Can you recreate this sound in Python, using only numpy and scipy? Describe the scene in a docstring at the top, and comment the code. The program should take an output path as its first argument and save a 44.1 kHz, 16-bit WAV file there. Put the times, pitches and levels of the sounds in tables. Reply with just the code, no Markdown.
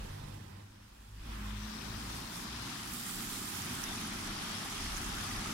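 """A stream cascades over rock in a gorge while a hand-held camera turns along it.
At first the rush is weak, with a deeper fall on the right and a low drone, perhaps a far engine, that rises
in pitch. From about 1.3 s the rush is far stronger; the side fall fades by 2.8 s and the drone ends by 3.1 s.
Single bubbles plop from 1.8 s and drops snap near the right port from 2.6 s. All along, bubbles gush and foam
fizzes as tiny rings mixed with noise, spray crackles on the right, and a roar and air gusts reach both ports."""
import sys
import numpy as np
from scipy import signal
from scipy.fft import rfft, irfft, next_fast_len
from scipy.io import wavfile
from scipy.ndimage import uniform_filter1d, map_coordinates

SR = 44100
rng = np.random.default_rng(int(sys.argv[2]) if len(sys.argv) > 2 else 0)


def waveform_to_disk(signal):
    """Save audio, clipped to [-1, 1], as 16-bit WAV at the path in sys.argv[1]."""
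    frames = np.transpose(np.atleast_2d(signal))
    scaled = np.clip(frames, -1, 1) * 32767
    samples = np.round(scaled).astype(np.int16)
    wavfile.write(sys.argv[1], SR, samples)


N = 243873

# The stream as the camera turns along it.
# Each row: time in seconds, level of the rush in dB, level of the spray over the rush in dB.
STREAM = [(0, -57.5, 0.5), (.3, -62, 4.5), (.45, -65.5, 4.5), (.6, -65, 0.5), (.85, -65, -1.5),
          (1.0, -64.5, 1), (1.14, -65.5, 1), (1.32, -53, -4.5), (1.5, -50.5, -3.5), (1.6, -52, -3.5),
          (1.7, -49, -4.5), (2.1, -47.5, -2), (2.3, -49.5, 0.5), (2.36, -48, 4), (2.43, -48, 1),
          (2.5, -48, -3.5), (2.72, -47, -1), (2.86, -48, 1), (2.93, -49, 7), (3.4, -48.5, 7.5),
          (3.7, -45.5, 3), (4.4, -45, -1.5), (4.95, -44.5, 1), (5.53, -43, -2)]
# How the two microphone ports face the water. Each row: time in seconds, right port from hollow to open (0-1),
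# right port facing the spray (0-1), left port turned to the foam (0-1).
FACING = [(0, .24, .65, 0.37), (1.2, .3, .75, 0.34), (1.3, .3, 0.99, 0), (1.55, 0, 0.8, 0.1),
          (1.68, 0.2, .9, 0.87), (2.43, 0.35, 0.71, 0.91), (2.5, 0.23, 0.42, 0.7), (2.85, 0.6, .46, 0.5),
          (2.95, 0.8, 0.9, 0.94), (3.8, 0.46, 0.6, 0.5), (3.95, 0.58, 0.27, 0.84), (5.53, .65, .2, 0.66)]
# What each port catches. Each row: time in seconds, then levels over the rush in dB: left fizz,
# right gush, right fizz.
PORTS = [(0, 2.5, 6, 1), (.3, 1.5, 7, 6), (.6, 2, 9.5, 3), (.65, 0.5, 1, -1), (1.3, 1, 1.5, 1),
         (1.42, -2.5, 2.5, -4.5), (1.6, 3.5, 0, -6.5), (1.9, 2.5, -2.5, -6), (2.3, 3.5, 0, -7),
         (2.5, 2.5, -1, -3.5), (3.2, 5, 0, -2), (3.6, 2, -0.5, 0.5), (3.85, 1.5, 0, -2.5),
         (4.1, 1, 0, -1.5), (4.95, 1.5, -1, -1), (5.3, 1, -1, -3.5)]


def amp(db):
    """Turns decibels into a gain."""
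    return 10 ** (np.asarray(db) / 20)


def unit(x):
    """Scales a sound to an average (rms) strength of 1."""
    return x / np.sqrt(np.mean(x ** 2) + 1e-20)


def along(points, hz):
    """Reads a curve of (Hz, value) points on a log frequency axis."""
    point_hz, value = np.transpose(points)
    return np.interp(np.log(hz + 1), np.log(point_hz + 1), value)


def curves(rows):
    """Gives one value per sample for each column after the time."""
    seconds, *columns = np.transpose(rows)
    return [np.interp(np.arange(N) / SR, seconds, column) for column in columns]


def wobble(rate):
    """A smooth random curve through `rate` random points a second."""
    knots = rng.standard_normal(int(N * rate / SR) + 4)
    return map_coordinates(knots, [np.arange(N) * rate / SR])


def filtered(x, response):
    """Multiplies each frequency of x by a response; spare room at the end limits wrap-around."""
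    size = next_fast_len(N + 8192)
    gain = response(np.fft.rfftfreq(size, 1 / SR))
    return irfft(rfft(x, size) * gain, size)[..., :N]


def coloured(x, spectrum):
    """Shapes x by a spectrum that falls to silence an octave beyond each end, at rms 1."""
    closed = [(spectrum[0][0] / 2, -120), *spectrum, (spectrum[-1][0] * 2, -120)]
    return unit(filtered(x, lambda hz: amp(along(closed, hz))))


def blend(x, first, second, share):
    """Moves one sound between two colours as share goes from 0 to 1."""
    share = np.clip(share, 0, 1)
    return (1 - share) * coloured(x, first) + share * coloured(x, second)


def gusts():
    """Level in dB of the air on the ports: each gust rises fast and falls slower, 10 dB in its length."""
    # Each row: time of the peak in seconds, peak level in dB, length in seconds.
    gust_rows = [(0.0, -45.5, .25), (1.2, -45, 0.13), (1.657, -50, 0.11), (1.92, -56, .2),
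                 (2.28, -52, 0.11), (2.75, -60, 0.27), (3.2, -52, .25), (3.816, -53, .4), (4.19, -49, 0.43),
                 (4.85, -40, .2), (5.067, -44.5, .2), (5.36, -46.5, 0.22)]
    calm_db, rise_share = -63, 0.4  # air between gusts; time to rise 10 dB as a share of the length
    t = np.arange(N) / SR
    swells = [peak_db - 10 * np.maximum(t - s, (s - t) / rise_share) / length
              for s, peak_db, length in gust_rows]
    return np.maximum(calm_db, np.max(swells, axis=0))


def low_end():
    """Gusts, a thrum and the roar of the fall: shaped noise, nearly the same at both ports when lowest."""
    # Spectra of the three layers. Each row: frequency in Hz, relative level in dB per Hz.
    gust_colour = [(15, -28), (25, -3.5), (40, -2), (55, -8), (70, -14)]
    thrum_colour = [(45, -31), (62, -5.5), (85, 4.5), (110, 2), (140, 0.5), (180, -42)]
    roar_colour = [(90, -2), (140, -5), (200, 3), (300, -3), (400, -9), (500, -24), (650, -73)]
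    # Each row: time in seconds, level of the roar over the rush in dB.
    roar_rows = [(0, 2.5), (.5, 10), (.8, 0), (1.1, -0.5), (1.25, 2), (1.66, -4), (1.75, -1.5), (2.2, -0.5),
                 (2.3, -2), (3.05, -1.5), (3.2, 3), (3.5, -1), (3.8, -0.5), (5.3, -3.5), (5.53, -1)]
    # Each row: time in seconds, level of the thrum over the roar in dB.
    thrum_rows = [(0, 4), (.25, 5), (.7, -0.5), (1.1, -1.5), (1.45, -0.5), (1.75, -6), (1.92, -1),
                  (2.43, -18), (2.6, -1.5), (3.15, -23), (3.5, -5.5), (4.7, -10.5), (5.25, -1.5),
                  (5.53, -11.5)]
    # Each row: frequency in Hz, likeness of left and right (1 = the same).
    alike_rows = [(30, .999), (60, 1), (130, 0.96), (290, 0.87), (450, 0.17), (600, .1)]

    roar_db = curves(STREAM)[0] + curves(roar_rows)[0]
    thrum_db = roar_db + curves(thrum_rows)[0]
    layers = [(gusts(), gust_colour), (thrum_db, thrum_colour), (roar_db, roar_colour)]

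    def mix():
        return sum(amp(db) * coloured(rng.standard_normal(N), colour) for db, colour in layers)

    def mid_side_gains(hz):
        angle = np.arccos(np.clip(along(alike_rows, hz), -1, 1)) / 2
        return np.array([np.cos(angle), np.sin(angle)])

    # The middle is common to both ports; the side is added to one and taken from the other.
    mid, side = filtered(np.array([mix(), mix()]), mid_side_gains)
    return np.array([mid + side, mid - side])


def drone():
    """Four orders (multiples) of a slightly unsteady pitch, faded out just before the last row."""
    # Each row: time in seconds, pitch in Hz, then the middle levels of orders 1 to 4 in dB.
    drone_rows = [(0, 50.1, -52, -69, -63.5, -53), (.14, 49.8, -61, -49.5, -54, -67),
                  (.29, 48.62, -49.5, -50.5, -52, -59), (.6, 50, -78, -51.5, -75, -66),
                  (1.01, 53.37, -57, -74, -83, -73.5), (1.1, 50.8, -58, -53, -70, -79),
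                  (1.25, 52.3, -46.5, -63, -69, -63), (1.46, 51.7, -42.5, -53, -68, -50.5),
                  (1.63, 52.7, -46, -48, -70, -47), (1.72, 54.1, -63, -65, -70, -48),
                  (1.88, 53.93, -48, -48, -54, -54), (2.07, 54, -49, -62, -73, -55),
                  (2.18, 56.8, -53, -49.5, -63, -57), (2.42, 58.8, -70, -68, -52, -70),
                  (2.5, 58.9, -50, -59, -66, -56), (2.57, 60.06, -51, -56, -55, -75),
                  (2.79, 58.66, -68, -57, -71, -66), (2.91, 59.7, -51, -60, -59, -55),
                  (3.1, 61.05, -69, -54, -49, -65)]
    pitch_hz, *orders_db = curves(drone_rows)
    phase = 2 * np.pi * np.cumsum(pitch_hz * (1 + 0.0074 * wobble(12.68))) / SR
    fade = np.clip((drone_rows[-1][0] - np.arange(N) / SR) / 0.12, 0, 1)
    total = np.zeros(N)
    for order, db in enumerate(orders_db, start=1):
        level = np.sqrt(2) * amp(db + 1.7 * wobble(13))
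        total += level * np.sin(order * phase + rng.uniform(0, 2 * np.pi))
    return fade * total


def bubbles(count, centre_hz, spread, cycles, scatter_db, rise):
    """Random bubbles: damped sines whose pitch rises as each one nears the surface; loud ones are rare."""
    draw, t = rng.random((count, 2)), np.arange(256) / SR
    hz = np.clip(centre_hz * np.exp(spread * rng.standard_normal((count, 1))), 300, 15000)
    age = t * hz / cycles  # 1 after the given number of cycles
    rarity = np.minimum(-np.log(1 - draw[:, 1:]), 5)
    level = amp(scatter_db * rarity) * np.sqrt(hz / centre_hz)
    wave = level * np.sin(2 * np.pi * hz * t * (1 + rise * age / 2))
    ring = wave * age * np.exp(-3 * age)  # soft start, then dying away
    where = (draw[:, :1] * N).astype(int) + np.arange(256)
    return unit(np.bincount(where.ravel(), ring.ravel(), N + 256)[:N])


def water(grains, share, patchy_db):
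    """Grains on a wash of noise with drifting patches; share is the grains' part of the power."""
    z = signal.stft(rng.standard_normal(N), nperseg=512)[2]
    # Smoothing over neighbouring pitches, then over time, makes the patches.
    field = uniform_filter1d(rng.standard_normal(z.shape), size=4, axis=0)
    field = uniform_filter1d(field, size=14, axis=1)
    wash = unit(signal.istft(z * amp(patchy_db * unit(field)), nperseg=512)[1][:N])
    share = np.clip(share, 0, 1)
    return np.sqrt(share) * grains + np.sqrt(1 - share) * wash


def gush():
    """Large bubbles trapped under the falling sheet, in a wash of noise."""
    large = bubbles(count=7000, centre_hz=1246, spread=0.4825, cycles=9.2, scatter_db=0.5, rise=0.22)
    return water(large, share=0.25, patchy_db=2.5)


def side_fall():
    """A deeper gush that reaches the right port first and louder, the left a camera's length later."""
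    # Sinks by 1.6 s, swells again towards 2.3 s, then fades by 2.8 s.
    # Each row: time in seconds, level over the rush in dB.
    level_rows = [(0, 1), (.3, 5), (.6, 0), (.66, -4), (1.15, -4.5), (1.3, -4.5), (1.6, -14), (2.3, -9),
                  (2.8, -26)]
    # Each row: frequency in Hz, relative level in dB per Hz.
    colour = [(350, -1), (480, 3.5), (620, -0.5), (850, 2), (1050, -17), (1300, -50)]
    fall = amp(curves(STREAM)[0] + curves(level_rows)[0]) * coloured(gush(), colour)
    lag = 0.00066  # s between the ports
    half_turns = np.array([[-1], [1]])  # left late, right early, by half the lag each
    return filtered(fall, lambda hz: amp([[-1.5], [1.5]]) * np.exp(1j * np.pi * hz * lag * half_turns))


def plops():
    """Single bubbles that stand out of the gush: each a soft-started ring that rises in pitch."""
    # Each row: start in seconds, peak level in dB before panning, starting pitch in Hz, left over right in dB.
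    plop_rows = [(1.813, -47, 2620, -1), (2.671, -43, 1296, 3.5), (3.066, -44, 1728, 6),
                 (3.547, -45, 1370, 0), (3.979, -40.5, 2360, 4), (4.046, -43, 1410, 1.0),
                 (4.398, -51, 1160, 1), (5.115, -51, 1340, 0.5), (5.169, -42, 1320, 1.0),
                 (5.456, -38.5, 1126, -4)]
    out, t = np.zeros((2, N + 1024)), np.arange(1024) / SR
    for s, db, hz, pan_db in plop_rows:
        age = t * hz / 10  # 1 after ten cycles of the starting pitch
        swell = np.e * 3 * age * np.exp(-3 * age)
        ring = swell * np.sin(2 * np.pi * hz * t * (1 + 0.065 * age))
        out[:, round(s * SR):][:, :1024] += amp(db + np.array([[.5], [-.5]]) * pan_db) * ring
    return out[:, :N]


def snaps():
    """Drops that snap near the right port: each is a brief ring with a crack of noise."""
    # Each row: start in seconds, peak level at the right port in dB, pitch in Hz.
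    snap_rows = [(2.6236, -34, 9040), (2.9365, -26, 9920), (3.0355, -29, 7820), (3.0637, -26, 8590),
                 (3.1114, -35, 6770), (3.499, -28, 11400), (3.5538, -31, 6650), (3.7264, -40, 6450),
                 (3.7519, -26, 9050), (3.839, -21, 5950), (3.847, -30, 11000), (3.923, -32, 6100),
                 (4.2744, -32, 5900), (4.971, -26.5, 6200), (5.0459, -31, 6480), (5.2874, -34, 5690),
                 (5.2994, -32, 6020)]
    t60_s, rise_s = 0.0042, 0.0007  # time to die away by 60 dB; time scale of the start
    out, t = np.zeros(N + 256), np.arange(256) / SR
    shape = amp(-60 * t / t60_s) * t ** 2 / (1 + (t / rise_s) ** 2)
    for s, db, hz in snap_rows:
        crack = 0.44 * np.diff(rng.standard_normal(258))[1:] * hz / 11000
        ring = shape * (np.sin(2 * np.pi * hz * t) + crack)
        out[round(s * SR):][:256] += amp(db) * ring / np.abs(ring).max()
    return out[:N]


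def fizz():
    """Foam: small short-lived bubbles in a wash of noise."""
    small = bubbles(count=9000, centre_hz=3810, spread=0.39, cycles=3.56, scatter_db=0.5, rise=0.08)
    return water(small, share=0.12, patchy_db=2.5)


def spray(opened, faced, bursts_db):
    """Tiny high bubbles crackle in a wash of noise, in small bursts; it changes colour when faced."""
    # Spectra with the right port turned aside and facing. Each row: frequency in Hz, relative level in dB per Hz.
    aside_colour = [(4500, -26), (5800, 4), (7500, 0.5), (10800, -1.5), (12300, -3.5), (13800, -27),
                    (16000, -17)]
    faced_colour = [(4500, -8), (5800, -7), (7500, -0.5), (9000, -2), (12000, -5), (14000, -3.5),
                    (16000, -10)]
    crackle = bubbles(count=6000, centre_hz=10730, spread=0.336, cycles=5.9, scatter_db=3.0, rise=0.046)
    drops = water(crackle, share=0.27 * opened, patchy_db=1.6)
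    spray_db = curves(STREAM)[1]
    return amp(spray_db + bursts_db) * blend(drops, aside_colour, faced_colour, faced)


def shared(own, common):
    """Mixes a port's own gush with the part that reaches both ports alike."""
    # Each row: frequency in Hz, shared part of the power (0-1).
    alike_rows = [(500, 0.088), (750, 0.21), (1000, 0.16), (1300, 0.22), (1700, 0.15), (2200, 0.038)]
    alike = lambda hz: np.clip(along(alike_rows, hz), 0, 1)
    own_part = filtered(own, lambda hz: np.sqrt(1 - alike(hz)))
    return own_part + filtered(common, lambda hz: np.sqrt(alike(hz)))


def left_port(common):
    """The dull port: gush, and fizz weak in the top treble; both change colour as it turns to the foam."""
    # Spectra, turned away and turned to the foam. Each row: frequency in Hz, relative level in dB per Hz.
    gush_away, gush_turned = [(380, -30), (510, -2.5), (700, -2), (940, -3), (1300, 7), (1600, 6),
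                              (2200, 5), (2600, -27), (3200, -40)], [(380, -8), (510, -8), (780, -3), (940, -4),
                                                      (1250, -1.5), (1600, -3.5), (2200, -5.5), (2600, -9),
                                                      (3200, -25)]
    fizz_away, fizz_turned = [(1900, -8), (2400, -2), (3400, -2.5), (4500, -7.5), (6000, -7), (7500, -15.5),
                              (10800, -22.5), (14000, -26), (16000, -33)], [(1900, -12), (2400, -2.5), (2830, -4), (3400, -1),
                                                      (5200, 1), (6000, -3), (7500, -11.5), (10800, -22),
                                                      (12200, -35), (14000, -29), (16000, -32)]
    rush_db, turned = curves(STREAM)[0], curves(FACING)[2]
    foam = blend(fizz(), fizz_away, fizz_turned, turned)
    fizz_db = curves(PORTS)[0] + 0.41 * wobble(7.3)
    sheet = blend(shared(gush(), common), gush_away, gush_turned, turned)
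    return amp(rush_db) * (sheet + amp(fizz_db) * foam)


def right_port(common):
    """The port open to the spray: gush and fizz through a hollow that opens and closes, plus spray."""
    # Spectra, hollow and open. Each row: frequency in Hz, relative level in dB per Hz.
    gush_hollow, gush_open = [(380, -12), (550, -3), (740, -5.5), (950, 4.5), (1080, 3.5), (1300, -7),
                              (1550, -3), (1900, -1), (2200, -10), (2600, -5), (3200, -40)], [(380, 8), (550, -6.5), (800, 5.5), (950, -9.5),
                                                   (1250, 5.5), (1550, -4.5), (2200, 1.5), (2600, -3),
                                                   (3200, -49)]
    fizz_hollow, fizz_open = [(1900, -25), (2400, 6), (3200, 3), (4100, 5), (5000, 3.5), (5800, 1),
                              (7000, -27)], [(1900, -19), (2400, -7), (3200, 4), (3700, -3),
                                                   (4100, -16), (5000, -2.5), (5800, -4), (7000, -34)]
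    rush_db = curves(STREAM)[0]
    opened, faced, _ = curves(FACING)
    _, gush_db, fizz_db = curves(PORTS)
    bursts_db = 0.23 * wobble(11) + 0.68 * wobble(35)
    sheet = amp(gush_db) * blend(shared(gush(), common), gush_hollow, gush_open, opened)
    # The fizz follows the bursts of the spray half as strongly.
    foam = amp(fizz_db + 0.5 * bursts_db) * blend(fizz(), fizz_hollow, fizz_open, opened)
    return amp(rush_db) * (sheet + foam + spray(opened, faced, bursts_db))


def scene():
    """Adds up all sources at the two ports; the snaps are 22 dB weaker on the left."""
    common = gush()
    ports = np.array([left_port(common), right_port(common)])
    return low_end() + drone() + side_fall() + plops() + snaps() * amp([[-22], [0]]) + ports


def record(dry):
    """Each microphone adds a faint hiss; the camera keeps nothing above its band limit."""
    # Each row: frequency in Hz, relative level in dB per Hz.
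    hiss_colour = [(300, -5), (1000, -17), (6000, -6), (16000, -6)]
    top_hz = 15850
    hiss = amp(-77) * np.array([coloured(rng.standard_normal(N), hiss_colour) for _ in "lr"])
    return filtered(dry + hiss, lambda hz: hz < top_hz)


dry = scene()
out = record(dry)
waveform_to_disk(out)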